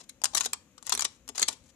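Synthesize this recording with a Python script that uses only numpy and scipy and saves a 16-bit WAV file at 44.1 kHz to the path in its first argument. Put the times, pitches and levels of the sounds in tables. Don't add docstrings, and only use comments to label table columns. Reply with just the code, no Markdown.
import sys
import numpy as np
from scipy import signal
from scipy.fft import rfft, irfft
from scipy.io import wavfile

SR = 44100
rng = np.random.default_rng(int(sys.argv[2]) if len(sys.argv) > 2 else 0)


def generate_wav(signal):
    frames = np.transpose(np.atleast_2d(signal))
    scaled = np.clip(frames, -1, 1) * 32767
    pcm = np.round(scaled).astype(np.int16)
    wavfile.write(sys.argv[1], SR, pcm)


N = 77175

# t/s, treble level/dB, spread in time/s, low thud/dB, panel knock/dB, mid bite/dB, lean left/dB
VENEER_CRACKS = [(0.006, -46, 0.0075, 26.5, 9.5, 8, -8), (0.013, -47.5, 0.0019, 8, 10.5, 7.5, 12),
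                 (0.095, -39, 0.002, -14, -25, -4.5, -5.5), (0.218, -41.5, 0.00075, 13.5, 15, 3, 2),
                 (0.2385, -22, 0.00038, -10.5, 13.5, -8, -6), (0.2425, -28, 0.0002, 0.5, 17.5, 4, 0),
                 (0.2436, -17, 0.00016, -22.5, -32, -10.5, 5), (0.2561, -20.5, 0.0008, -3.5, -3, -0.5, -4),
                 (0.338, -42, 0.003, 20, 22.5, 7, -3), (0.3494, -20.5, 0.0007, -8.5, 5, -17.5, 9),
                 (0.3519, -20.5, 0.002, 4, -2, -6, -3.5), (0.367, -27, 0.003, -13, 1, -4, -7),
                 (0.3728, -20.5, 0.00037, -17, 4, -5.5, 1), (0.3765, -24.5, 0.0005, -8, 6.5, 2.5, -5),
                 (0.3799, -20, 0.0008, -11, -11, -1, -3), (0.4011, -37.5, 0.003, 19.5, -8, 0, -15),
                 (0.4088, -21, 0.0008, -12.5, 6.5, -5, 2), (0.411, -27, 0.0014, -13, 6, 6.5, -5),
                 (0.443, -33, 0.0012, -10, -24, 0, 3), (0.4499, -30, 0.0013, 11.5, -22, 2, -6),
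                 (0.4591, -26.5, 0.0032, 8.5, -13, -8.5, -10.5), (0.4621, -28, 0.0014, 18, 9.5, 8, -3.5),
                 (0.5339, -24.5, 0.0011, -3.5, 7, 2, -8), (0.7808, -46.5, 0.0011, 8, 18, 4.5, 1.5),
                 (0.827, -43, 0.0003, 3, 3.5, -9, -1.5), (0.868, -30.5, 0.00053, -15, -19, -13, 0),
                 (0.8756, -35.5, 0.002, 8, 9.5, 6.5, 2), (0.8953, -24, 0.0006, -6, -2, -14, -3.5),
                 (0.902, -32.5, 0.0034, -8, 7, 12, -2), (0.9237, -19.5, 0.001, -1, 13.5, 1, -3.5),
                 (0.926, -22, 0.0015, 2.5, 1, 7, 10), (0.939, -32, 0.0015, 16, -9, -1, -13),
                 (0.9509, -27, 0.0002, 0, 0, -2, -13), (0.9764, -31, 0.0008, 12.5, 5.5, 3, -11),
                 (0.995, -24, 0.0011, -14, 12.5, 2, -6.5), (1.0084, -23, 0.0009, -8, -8, -7.5, 0),
                 (1.017, -36, 0.002, -16, -10, 11.5, -7), (1.0224, -23, 0.001, 2, 2, 0, -3),
                 (1.048, -25, 0.0022, 1, 0, -5, -7), (1.0518, -22, 0.0012, 2.5, -0.5, 6.5, -4),
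                 (1.279, -39.5, 0.00066, 0, 3.5, -3, 0), (1.2901, -34, 0.00032, 10.5, -11, -3, -3.5),
                 (1.2946, -40.5, 0.0012, 27, 10, 3.5, -3), (1.3502, -49, 0.00091, 8, 14.5, 9, -2),
                 (1.357, -38.5, 0.0029, 6, 3, 4, -8), (1.3806, -24.5, 0.0011, -5, 4.5, 0, -2),
                 (1.3956, -27, 0.0016, -3, -3, -0.5, -9), (1.397, -28, 0.0011, 8.5, -1, -5, 0),
                 (1.409, -34.5, 0.0014, -1, 1, 2, 16.5), (1.4185, -22, 0.0015, 6.5, -1.5, -7, -4),
                 (1.4276, -19.5, 0.0015, -4, -11, -1, -9), (1.4288, -20, 0.0013, 2.5, 3, 11, -4.5),
                 (1.485, -18.5, 0.0026, 4, -8.5, 0, -5), (1.489, -31.5, 0.0015, 14, 10, 2.5, 3),
                 (1.53, -38.5, 0.004, 13, -3, 2, -3)]
# f/Hz, level/dB
VENEER_TONE = [(35, -60), (60, -27), (146, -28), (262, -23), (553, -14.5), (1090, -7), (1340, -9),
               (2580, -9.5), (3340, -5.5), (5090, -5), (5460, -4), (6740, 1.5), (11300, -15.5),
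               (13300, -23), (14600, -48), (16000, -44)]
# t/s, f/Hz
KNOCK_PITCH = [(.25, 822), (.35, 800), (.38, 1026), (.41, 1050), (.46, 735), (.53, 1180), (1.05, 1010),
               (1.3, 763), (1.48, 970)]
# t/s, level/dB
SPLINTER_TWANGS = [(0.9244, -18.5), (1.0225, -30)]
# f/Hz, level/dB, time to fade by 60 dB/s
SPLINTER_NOTES = [(3364, -4.5, 0.038), (3983, -2, 0.019), (5090, 2.5, 0.01), (5710, -5, .014)]
# start/s, end/s, level/dB
TIP_SCRATCHES = [(0, 0.045, -56.5), (0.316, 0.334, -52.5), (0.365, 0.455, -44.5), (0.838, 0.882, -56.5),
                 (0.851, 0.927, -50.5), (0.933, 1.05, -49), (1.11, 1.172, -64.5), (1.346, 1.41, -46),
                 (1.48, 1.535, -46.5), (1.625, 1.677, -65.5), (1.676, 1.708, -60)]
# f/Hz, level/dB, time to fade by 60 dB/s
DOOR_NOTES = [(244.5, -19.5, 0.16), (885, -34.5, 0.027), (3997, -20, 0.029)]
# f/Hz, time to fade by 60 dB/s
PANEL_FADE = [(200, 0.11), (1000, 0.054), (7000, 0.042), (13000, 0.011)]
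ROOM_FADE = [(250, 0.75), (800, 0.39), (3000, 0.32), (7500, 0.26), (11000, 0.33)]
# f/Hz, level/dB
ROOM_TONE = [(15, -32), (25, -7), (134, -6), (263, -1), (439, -18), (503, -5), (641, -18.5), (1890, -21),
             (2610, -19), (5140, -28.5), (6740, -15), (8590, -30), (13600, -31.5), (16000, -55)]
# t/s, level/dB
RUMBLE_LEVELS = [(0, -73), (.2, -72), (.38, -64), (.55, -71.5), (.75, -82), (.95, -62), (1.07, -65.5),
                 (1.25, -71.5), (1.43, -69), (1.569, -69), (1.68, -64), (1.75, -84)]
# f/Hz, level/dB
LEFT_LEAD = [(100, 7), (600, 7.5), (3800, 14.5), (6400, 15.5), (8300, 8.5), (13000, -1.5)]
# f/Hz, likeness from 0 to 1
MIC_LIKENESS = [(300, 0.95), (900, 0.9), (4000, 0.13)]

THUD_HZ, BITE_HZ, TOP_HZ = 259, 3010, 16200
FIBRES_PER_S, FIBRE_SCATTER_DB, FIBRES_DB = 16000, 4, 20.5
SLOW_TEAR_S = .005
SLIPS_PER_S, SLIP_SCATTER_DB, CLUMP_DB, CLUMP_S = 1500, 5, 9, .005
CRACK_DB, KNOCK_DB, PANEL_DB, ROOM_DB, STEADY_DB = -1.5, -1.5, -4.5, -20, -65


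def crack(start, db, spread, thud_db, knock_db, bite_db, lean_db, size=2048):
    hz, lead = np.fft.rfftfreq(size, 1 / SR), size // 8
    t = (np.arange(size) - lead) / SR
    swell = np.exp(-abs(t) / np.where(t < 0, 0.9 * spread, spread))
    strengths = amp(FIBRE_SCATTER_DB * rng.standard_normal(size))
    breaks = rng.random(size) < FIBRES_PER_S / SR
    fibres = unit(swell * strengths * breaks * rng.standard_normal((2, size)))
    click = rfft(1. * (t == 0))
    snap = flatten(click + amp(FIBRES_DB) * np.sqrt(spread / SLOW_TEAR_S) * mic_pair(rfft(fibres), hz))
    peaks = np.interp(hz / 476.5, np.arange(size), rng.uniform(-1, 1, size))
    wood_db = 5 * peaks * np.minimum(hz / BITE_HZ, 1) + dulling(hz, spread)
    wood_db += thud_db * bump(hz, THUD_HZ, octaves=1) + bite_db * bump(hz, BITE_HZ, octaves=0.79)
    knock_hz = np.interp(start, *np.transpose(KNOCK_PITCH))
    wood_db += (KNOCK_DB + knock_db) * bump(hz, knock_hz, octaves=0.36)
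    sound = irfft(snap * veneer_filter(hz, wood_db, lean_db))
    return start - lead / SR, amp(db + CRACK_DB) * np.sqrt(SLOW_TEAR_S * SR) * sound


def veneer_filter(hz, extra_db=0, lean_db=0):
    treble = hz > 5000
    left = read(VENEER_TONE, hz) + extra_db
    left -= 10 * np.log10(np.mean(amp(left) ** 2 * treble))
    right = left - read(LEFT_LEAD, hz) - lean_db * np.minimum(hz / BITE_HZ, 1)
    return causal(np.array([left, right]))


def dulling(hz, spread):
    return -33 * np.sqrt(spread / SLOW_TEAR_S) * np.minimum(hz / TOP_HZ, 1) ** 8


def twang(db, size=2048):
    t, out = np.arange(size) / SR, np.zeros((2, size))
    for hz, level, fade_s in SPLINTER_NOTES:
        sides_db = np.array([[0], [read(LEFT_LEAD, hz)]])
        rise = 1 - np.exp(-hz * t / 2)
        out += amp(db + level - sides_db - 60 * t / fade_s) * rise * np.sin(2 * np.pi * hz * t)
    return out


def scratching(size=1024):
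    t, out = np.arange(N) / SR, np.zeros(N)
    kicks = amp(SLIP_SCATTER_DB * np.minimum(rng.exponential(1, N), 3)) * rng.choice([-1, 1], N)
    clumps = amp(CLUMP_DB * np.interp(t / CLUMP_S, np.arange(N), rng.uniform(-0.97, 1, N)))
    slips = unit(kicks * clumps * (rng.random(N) < SLIPS_PER_S / SR)) * np.sqrt(N)
    for start, end, db in TIP_SCRATCHES:
        progress = np.clip((t - start) / (end - start), 0, 1)
        out += amp(db) * slips * np.sqrt(abs(np.sin(np.pi * progress)))
    hz = np.fft.rfftfreq(size, 1 / SR)
    wood = irfft(veneer_filter(hz, dulling(hz, SLOW_TEAR_S)))
    return signal.fftconvolve(out[None], wood, axes=1)[:, :N]


def door_ring(x):
    t = np.arange(SR // 2) / SR
    ring = sum(amp(db) * unit(amp(-60 * t / fade_s) * np.cos(2 * np.pi * hz * t))
               for hz, db, fade_s in DOOR_NOTES)
    return signal.fftconvolve(x, ring[None], axes=1)[:, :N]


def echoes(x, fade_times, onset_s, count=3):
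    out, t = np.zeros((2, N)), np.arange(N) / SR
    for k in range(count):
        white = rfft(rng.standard_normal((2, SR // 2)))
        noise = irfft(mic_pair(white, np.fft.rfftfreq(SR // 2, 1 / SR)))
        hz, age, bands = signal.stft(noise, SR, nperseg=256)
        ring = signal.istft(bands * amp(-60 * age / read(fade_times, hz)[:, None]), SR, nperseg=256)[1]
        ring = unit(ring * (1 - np.exp(-(t[:ring.shape[1]] / onset_s) ** 2)))
        share = np.cos(np.pi * (t * 9 + k / count)) * np.sqrt(2 / count)
        out += signal.fftconvolve(x * share, ring, axes=1)[:, :N]
    return out


def background():
    hz, white = np.fft.rfftfreq(N, 1 / SR), rfft(rng.standard_normal((3, N)))
    steady = unit(irfft(mic_pair(white, hz) * amp(read(ROOM_TONE, hz)), N))
    rumble = unit(irfft(white[2] * bump(hz, centre_hz=69, octaves=0.58), N))
    swell = amp(np.interp(np.arange(N) / SR, *np.transpose(RUMBLE_LEVELS)))
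    return np.sqrt(N) * (amp(STEADY_DB) * steady + rumble * swell) * amp([[3.5], [-3.5]])


def mic_pair(spectra, hz, right_lag_s=.00007):
    same = read(MIC_LIKENESS, hz)
    right = same * spectra[0] + np.sqrt(1 - same ** 2) * spectra[1]
    return np.array([spectra[0], right * np.exp(-2j * np.pi * hz * right_lag_s)])


def flatten(spectrum):
    k, total = np.arange(spectrum.shape[1]), np.cumsum(abs(spectrum) ** 2, 1)
    lo, hi = np.maximum(k * 3 // 4 - 4, 0), np.minimum(k * 5 // 4 + 4, k[-1])
    nearby_power = (total[:, hi] - total[:, lo]) / (hi - lo)
    return spectrum * causal(-10 * np.log10(nearby_power + 1e-9))


def causal(db):
    cepstrum = irfft(np.log(amp(db)))
    half = cepstrum.shape[-1] // 2
    cepstrum[..., 1:half] *= 2
    cepstrum[..., half + 1:] = 0
    return np.exp(rfft(cepstrum))


def amp(db):
    return 10 ** (np.asarray(db) / 20)


def unit(x):
    return x / np.sqrt(np.sum(x ** 2, -1, keepdims=True) + 1e-20)


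def read(points, hz):
    f, value = np.transpose(points)
    return np.interp(np.log(hz + 1), np.log(f + 1), value)


def bump(hz, centre_hz, octaves):
    return np.exp(-.5 * (np.log2((hz + 1) / centre_hz) / octaves) ** 2)


def scene():
    wood = scratching()
    for row in VENEER_CRACKS:
        add(wood, *crack(*row))
    for start, db in SPLINTER_TWANGS:
        add(wood, start, twang(db))
    near = wood + amp(PANEL_DB) * echoes(wood, PANEL_FADE, onset_s=0.00051) + door_ring(wood)
    dull = signal.sosfilt(signal.butter(4, 9200, fs=SR, output="sos"), near)
    return near + amp(ROOM_DB) * echoes(dull, ROOM_FADE, onset_s=0.012) + background()


def add(mix, start, sound):
    at = round(start * SR)
    sound = sound[:, max(-at, 0):]
    part = mix[:, max(at, 0):][:, :sound.shape[1]]
    part += sound[:, :part.shape[1]]


def record(dry):
    thin = signal.sosfilt(signal.butter(4, 45, "high", fs=SR, output="sos"), dry)
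    top_cut = signal.firwin(511, TOP_HZ, window=("kaiser", 9), fs=SR)
    return signal.oaconvolve(thin, top_cut[None], "same")


dry = scene()
out = record(dry)
generate_wav(out)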